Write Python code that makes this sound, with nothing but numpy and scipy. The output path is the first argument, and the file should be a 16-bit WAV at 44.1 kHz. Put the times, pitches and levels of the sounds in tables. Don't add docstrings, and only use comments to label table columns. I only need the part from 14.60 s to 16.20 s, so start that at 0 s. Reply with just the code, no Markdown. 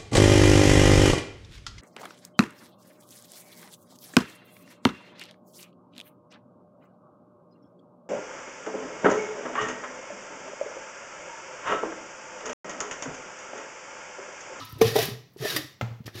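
import sys
import numpy as np
from scipy import signal
from scipy.fft import rfft, irfft
from scipy.io import wavfile
from scipy.ndimage import uniform_filter1d

SR = 44100
rng = np.random.default_rng(int(sys.argv[2]) if len(sys.argv) > 2 else 0)


def log_audio(samples):
    frames = np.atleast_2d(samples).T
    limited = np.clip(frames, -1, 1)
    pcm = np.round(limited * 32767).astype(np.int16)
    wavfile.write(sys.argv[1], SR, pcm)


def elevation(decibels):
    levels = np.asarray(decibels, float)
    return 10 ** (levels / 20)


N = 70560

# pitch_hz, level_db, t60_s
EARLIER_CLINK = [(992, -50, 0.72), (1206, -39.5, 0.15), (1295, -46, 0.7)]
EARLIER_WIDTH_HZ = 35

# frequency_hz, density_db [dB per Hz]
HUSH_SPECTRUM = [(24, -50.5), (40, -10.5), (118, 14.5), (284, 1), (424, -2.5), (9320, -30), (16200, -17.5)]
HUSH_DB = -60.5

# time_s, pressure_db, wet_fizz_db, wall_contact_db
FIRST_STROKE = [
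    (0, -43.5, -21, -4.5),
    (.11, -53.5, -5, -8.5),
    (.18, -58, -7, 12),
    (.208, -52.5, -8, 14),
]
SECOND_STROKE = [
    (0.215, -31, 0.98, 18.5),
    (0.237, -36, 1, 7),
    (0.276, -30.5, -2, -8),
    (.334, -41, 0.23, 5.5),
    (0.357, -33, 1, -7),
    (0.425, -29.5, 0.36, -3),
    (0.5, -42.5, 1, 2.5),
    (0.643, -71.5, 0.14, 11),
]
THIRD_STROKE = [
    (0.767, -68, 0.0056, -8),
    (0.792, -53, 0.0047, 3.5),
    (0.831, -40, 0, 7.5),
    (.87, -34.5, 0.0083, -9),
    (0.908, -34, 0, -4),
    (.958, -35.5, 0.0051, -1.5),
    (.99, -38.5, 0.0074, 1),
    (1.08, -53.5, 0.01, -3),
    (1.15, -65, 0.013, -25),
]
FOURTH_STROKE = [
    (1.46, -44, -6, 0.022),
    (1.492, -55, -10, 0.0041),
    (1.524, -67, 1, 0.0093),
    (1.554, -46.5, -7, 0.045),
    (1.6, -41.5, 0, 0),
]
# frequency_hz, density_db [dB per Hz]
RASP_SPECTRUM = [(500, -2), (800, -11), (1260, 6), (1420, -4), (1790, 6.5), (2720, 2), (3870, 5),
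                 (6000, -0.5), (8500, -45)]
# frequency_hz, density_db [dB per Hz]
FIZZ_SPECTRUM = [(6500, -14), (8300, -10), (10500, -3), (13000, 0), (14800, -3), (15900, -10), (16300, -40)]
# pitch_hz, width_hz, level_db
FROTH_MODES = [(7060, 300, -7.5), (9970, 630, -10.5), (12500, 400, -17.5), (13500, 220, -23)]
# pitch_hz, width_hz, level_db
TINE_MODES = [(2600, 92, -10), (2926, 55, -7.5), (3240, 60, -11), (3643, 52, -4.5), (3947, 51, -8.5),
              (4490, 70, -9), (4933, 140, -8.5), (5380, 72, -10.5), (5710, 110, -11), (6630, 100, -12.5)]
# time_s, wall_pitch_hz, flex_pitch_hz, flex_level_db
LOAD_PATH = [(0, 267, 1300, -4.5), (.19, 280, 1300, -16.5), (.22, 448, 1830, -3), (.3, 452, 1800, -7.5),
             (.34, 470, 1834, 5.5), (.39, 438, 2020, -8), (.43, 420, 1850, -7.5), (.8, 399, 1850, 2.5),
             (.87, 392, 1790, 8.5), (.92, 428, 1610, 2), (.955, 388, 1590, 0.5), (.968, 330, 1848, 6),
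             (1.1, 296, 1800, -18.5), (1.45, 303, 1800, -9), (1.6, 324, 1720, -1.5)]
# pitch_ratio, level_db, t60_share [share of the knock's t60]
WALL_MODES = [(1, 5, 1), (1.07, 0, 0.082), (1.55, -8, 0.33), (2.3, -12.5, 0.71), (2.8, -16.5, .3)]
FLEX_WIDTH_HZ = 62
SLIPS_PER_S, SLIP_SPREAD_DB = 20000, 1.5
GRIT_DB, GRIT_S = 3.0, .008
RASP_DB, TINES_DB, FIZZ_DB = -5, 5, -9.5
WALL_DB, BOOM_DB = -3, -5.5
RUMBLE_HZ, RUMBLE_DB = 56.6, -19.5

# start_s, level_db, pitch_hz, t60_s
COUNTER_BOOMS = [(0, -48, 107, 1), (0.128, -24, 111, 0.04), (0.158, -30.5, 121, .1),
                 (0.186, -40, 112, 0.23), (0.215, -25, 122.8, 0.35), (0.249, -18.5, 115.5, 0.25),
                 (0.356, -27, 123.3, 0.4), (0.511, -31, 123.2, 0.33), (.8, -29.5, 136.6, 0.13),
                 (0.947, -32.5, 123, 0.14), (1.04, -41.5, 130.6, 0.14), (1.2191, -22, 117.6, 0.3),
                 (1.305, -31.5, 116.5, 0.24), (1.401, -28, 136, 0.046), (1.4509, -35, 111, 0.23),
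                 (1.545, -34.5, 107, 0.23)]
BOOM_RISE_S = 0.0031
OVERTONE_RATIO, OVERTONE_DB = 1.8, -12

# start_s, level_db, centre_hz, length_s
PULP_TICKS = [(0.049, -41, 12400, 0.016), (0.0496, -35.5, 14100, 0.0071), (0.056, -55, 5900, .005),
              (0.06, -61, 7300, 0.0034), (0.091, -47, 13300, 0.045), (0.147, -53, 7700, 0.0023),
              (0.125, -35.5, 14500, 0.004), (0.145, -49, 9050, 0.0025), (0.185, -44, 12500, .012),
              (0.188, -45, 4500, .01), (0.198, -48, 14000, 0.0026), (0.454, -24, 12600, .01),
              (0.703, -65.5, 12900, 0.0031), (0.734, -58.5, 13100, 0.023), (.718, -67, 12900, 0.0046),
              (0.771, -48, 5000, 0.0051), (0.778, -45, 11050, .006), (0.785, -40, 4000, 0.0057),
              (1.441, -49, 3240, 0.012), (1.464, -44, 11600, 0.023), (1.457, -42, 5000, 0.0067),
              (1.465, -31.5, 4500, 0.0074), (1.47, -40, 5200, 0.0057), (1.477, -25.5, 1390, 0.018),
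              (1.48, -42, 3020, 0.0079)]
TICK_WIDTH_SHARE, TICK_RISE_SHARE = .8, .12

# start_s, ring_db, wall_pitch_hz, crack_db, ring_t60_s
WALL_KNOCKS = [(0.209, -29.5, 480, -51, 0.045), (.2135, -14.5, 447.8, -39, 0.14),
               (0.2147, -20, 223.5, -58, 0.046), (.247, -25, 473.7, -57.5, 0.16),
               (0.355, -19, 419, -45.5, 0.054), (0.362, -14.5, 423, -44.5, 0.05),
               (.358, -19, 778, -40.5, 0.049), (.361, -28, 622, -62, 0.19), (.385, -26.5, 686, -47, 0.14),
               (.387, -20, 438, -39, 0.068), (.426, -25, 383, -41, 0.031), (.485, -28.5, 220, -55, 0.031),
               (0.7623, -38, 388, -82.5, 0.042), (0.851, -23.5, 411.6, -48.5, 0.059),
               (.855, -27.5, 636, -74, 0.065), (0.901, -40, 425, -44.5, 0.012),
               (.916, -30, 433, -58, 0.026), (0.9621, -30.5, 316.5, -34.5, 0.18),
               (0.964, -40.5, 561, -39.5, 0.11), (1.04, -48, 306, -72, 0.093),
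               (1.4785, -22.5, 307, -78, 0.0057), (1.552, -44, 338, -58, 0.025)]
CRACK_S, CRACK_RISE_S, PUSH_S = 0.0099, 0.0015, 0.0009

# start_s, pitch_hz, level_db, t60_s
SINGLE_CLINKS = [(0.2115, 1180, -27, 0.062), (.2135, 980, -46, 0.018), (.2135, 2280, -15.5, 0.016),
                 (0.2137, 6110, -20.5, 0.033), (.2202, 454, -16, 0.0524), (0.284, 468, -35, 0.15),
                 (.27, 250, -31, 0.12), (.41, 640, -30, 0.056), (0.358, 1060, -47, .05),
                 (0.358, 1800, -38, 0.034), (0.836, 410, -36, 0.08), (.838, 626, -28.5, 0.063),
                 (0.898, 3816, -24.5, 0.071), (.915, 408, -31, 0.039), (.965, 1870, -27, 0.066),
                 (.963, 3770, -23, 0.029), (0.962, 4760, -25.5, 0.076), (.985, 547, -37.5, 0.056),
                 (1.228, 190.4, -33, 0.11), (1.403, 222, -34, 0.059), (1.4785, 660, -37, 0.012),
                 (1.4776, 1280, -37, 0.024), (1.4776, 1860, -35.5, 0.029)]
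CLINK_RISE_S = 0.0014

# pitch_hz, level_db, t60_s
BASE_MODES = [(270, -6.5, 0.035), (418, -6.5, 0.022), (640, 9, 0.011), (1000, 7.5, 0.0015),
              (1300, 1.5, 0.025), (2100, -4.5, 0.046), (2670, 3.5, .006)]
# frequency_hz, density_db [dB per Hz]
THUD_SPECTRUM = [(250, 1), (500, 4), (1300, -3.5), (2500, -7.5), (4500, -15), (7000, -18.5), (9000, -35.5),
                 (15000, -27)]
BUMP_S, BUMP_DB, BUMP_RISE_S = 1.2114, -24, .0005
THUD_DB, THUD_S = -28, .005
RATTLE_DB, RATTLE_S = -13.5, 0.075

# frequency_hz, t60_s
KITCHEN_T60 = [(100, 0.34), (500, 0.35), (2000, 0.53), (6000, 0.57), (14000, 0.11)]
# frequency_hz, level_db
KITCHEN_TONE = [(110, -17), (220, -9), (400, -1.5), (800, -6), (3000, -9.5)]
KITCHEN_DB = -15.5

EDGE_HZ = 16000


def evened(x):
    return x / np.sqrt(np.mean(x ** 2) + 1e-20)


def read(points, hz):
    f, value = np.transpose(points)
    return np.interp(np.log(hz + 1), np.log(f + 1), value)


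def colour(x, points):
    hz = np.fft.rfftfreq(len(x), 1 / SR) + 1
    octaves_below = np.maximum(np.log2(points[0][0] / hz), 0)
    octaves_above = np.maximum(np.log2(hz / points[-1][0]), 0)
    gain = elevation(read(points, hz) - 40 * (octaves_below + octaves_above))
    return irfft(rfft(x) * gain, len(x))


def add(mix, s, sound):
    part = mix[round(s * SR):][:len(sound)]
    part += sound[:len(part)]


def resonate(x, hz, width):
    turn = np.exp(2j * np.pi * np.cumsum(hz * np.ones(len(x))) / SR)
    r = np.exp(-np.pi * abs(width) / SR)
    envelope = signal.lfilter([1 - r], [1, -r], x / turn)
    return 2 * (turn * envelope).real


def ring(hz, db, t60, rise):
    t = np.arange(SR // 2) / SR
    decay = elevation(db - 60 * t / max(t60, .003))
    onset = 1 - np.exp(-t / abs(rise))
    return decay * onset * np.sin(2 * np.pi * hz * t)


def earlier():
    t = np.arange(N) / SR
    out = np.zeros(N)
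    for hz, db, t60 in EARLIER_CLINK:
        tone = evened(resonate(rng.standard_normal(N), hz, EARLIER_WIDTH_HZ))
        out += elevation(db - 60 * t / t60) * tone
    return out


def hush():
    return elevation(HUSH_DB) * evened(colour(rng.standard_normal(N), HUSH_SPECTRUM))


def slips():
    strength = elevation(SLIP_SPREAD_DB * np.minimum(rng.exponential(1, N), 4))
    slipping = rng.random(N) < SLIPS_PER_S / SR
    return evened(rng.standard_normal(N) * strength * slipping)


def grit(count):
    size = round(GRIT_S * SR)
    swell = uniform_filter1d(uniform_filter1d(rng.standard_normal(count), size), size)
    return elevation(GRIT_DB * evened(swell))


def load(t, axis):
    path = np.array(LOAD_PATH)
    return np.interp(t, path[:, 0], path[:, axis])


def steel(x, t):
    n = len(x)
    tines = sum(elevation(db) * resonate(x * grit(n), hz, width) for hz, width, db in TINE_MODES)
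    flex = resonate(x * grit(n), load(t, axis=2), FLEX_WIDTH_HZ)
    tines = tines + elevation(load(t, axis=3)) * flex
    rasp = elevation(TINES_DB) * tines * 2 + colour(x, RASP_SPECTRUM) * elevation(RASP_DB) * 2
    froth = sum(elevation(db) * resonate(x * grit(n), hz, width) for hz, width, db in FROTH_MODES)
    return rasp, colour(x, FIZZ_SPECTRUM) + froth


def strokes():
    t, out = np.arange(N) / SR, np.zeros(N)
    rasp, fizz = map(evened, steel(slips(), t))
    noise = slips()
    wall_pitch = load(t, axis=1)
    wall = evened(sum(elevation(db) * resonate(noise, wall_pitch * k, 45 * k) for k, db, _ in WALL_MODES[:3]))
    boom = evened(resonate(resonate(noise, 124.4, 41), 131, 110))
    rumble = evened(resonate(resonate(noise, RUMBLE_HZ, 35), RUMBLE_HZ, 35))
    low = elevation(WALL_DB) * wall + elevation(BOOM_DB) * boom + elevation(RUMBLE_DB) * rumble
    for rows in (FIRST_STROKE, SECOND_STROKE, THIRD_STROKE, FOURTH_STROKE):
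        s, *levels = np.transpose(rows)
        press_db, fizz_db, wall_db = [np.interp(t, s, level) for level in levels]
        touching = 1. * (t >= s[0]) * (t <= s[-1])
        on = uniform_filter1d(touching, size=200, mode="nearest")
        contact = rasp + elevation(FIZZ_DB + fizz_db) * fizz + elevation(wall_db) * low
        out += on * elevation(press_db) * contact
    return out


def counter():
    out = np.zeros(N)
    for s, db, hz, t60 in COUNTER_BOOMS:
        add(out, s, ring(hz, db, t60, BOOM_RISE_S))
        add(out, s, ring(hz * OVERTONE_RATIO, db + OVERTONE_DB, t60 / 2, BOOM_RISE_S))
    return out


def pulp():
    out, t = np.zeros(N), np.arange(2048) / SR
    for s, db, hz, length in PULP_TICKS:
        decay = np.exp(-2 * t / abs(length))
        rise = np.minimum(t / (TICK_RISE_SHARE * abs(length)), 1)
        burst = rng.standard_normal(len(t)) * decay * rise
        width = min(hz * TICK_WIDTH_SHARE, 5000)
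        add(out, s, elevation(db) * resonate(resonate(burst, hz, width), hz, width))
    return out


def knocks():
    out, t = np.zeros(N), np.arange(4096) / SR
    envelope = np.exp(-t / CRACK_S) * (1 - np.exp(-t / CRACK_RISE_S))
    for s, db, hz, crack_db, t60 in WALL_KNOCKS:
        rasp, fizz = steel(rng.standard_normal(len(t)) * envelope, s + t)
        crack = evened(rasp) + .5 * evened(fizz)
        add(out, s, elevation(crack_db) * crack * (1 - t / t[-1]))
        for ratio, mode_db, share in WALL_MODES:
            add(out, s, ring(hz * ratio, db + mode_db, t60 * share, PUSH_S))
    return out


def clinks():
    out = np.zeros(N)
    for s, hz, db, t60 in SINGLE_CLINKS:
        add(out, s, ring(hz, db, t60, CLINK_RISE_S))
    return out


def bump():
    out, t = np.zeros(N), np.arange(SR // 4) / SR
    noise = evened(colour(rng.standard_normal(len(t)), THUD_SPECTRUM))
    rise = np.minimum(t / 0.00056, 1)
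    decay = np.exp(-t / THUD_S) + elevation(RATTLE_DB) * np.exp(-t / RATTLE_S)
    add(out, BUMP_S, elevation(THUD_DB) * noise * rise * decay)
    for hz, db, t60 in BASE_MODES:
        add(out, BUMP_S, -ring(hz, BUMP_DB + db, t60, BUMP_RISE_S))
    return out


def kitchen(x):
    taps = np.zeros(SR)
    at = np.arange(300, SR - 20, 20)
    taps[at + rng.integers(0, 20, len(at))] = rng.choice([-1., 1.], len(at))
    hz, t, z = signal.stft(taps, SR, nperseg=256)
    decay_db = read(KITCHEN_TONE, hz)[:, None] - 60 * t / read(KITCHEN_T60, hz)[:, None]
    tail = signal.istft(z * elevation(decay_db), SR, nperseg=256)[1]
    return signal.fftconvolve(x, tail / np.linalg.norm(tail))[:N]


def scene():
    near = strokes() + counter() + pulp() + knocks() + bump()
    room = elevation(KITCHEN_DB) * kitchen(near)
    return (near + room + clinks() + earlier() + hush())[None]


def top_cut(x):
    return signal.sosfilt(signal.butter(12, 16450, fs=SR, output="sos"), x)


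def record(dry):
    bassless = signal.lfilter(*signal.butter(4, 62, "high", fs=SR), dry)
    edge = signal.firwin(255, EDGE_HZ, window=("kaiser", 8), fs=SR)[None]
    mix = signal.oaconvolve(bassless, edge, "same")
    return top_cut(mix)


dry = scene()
out = record(dry)
log_audio(out)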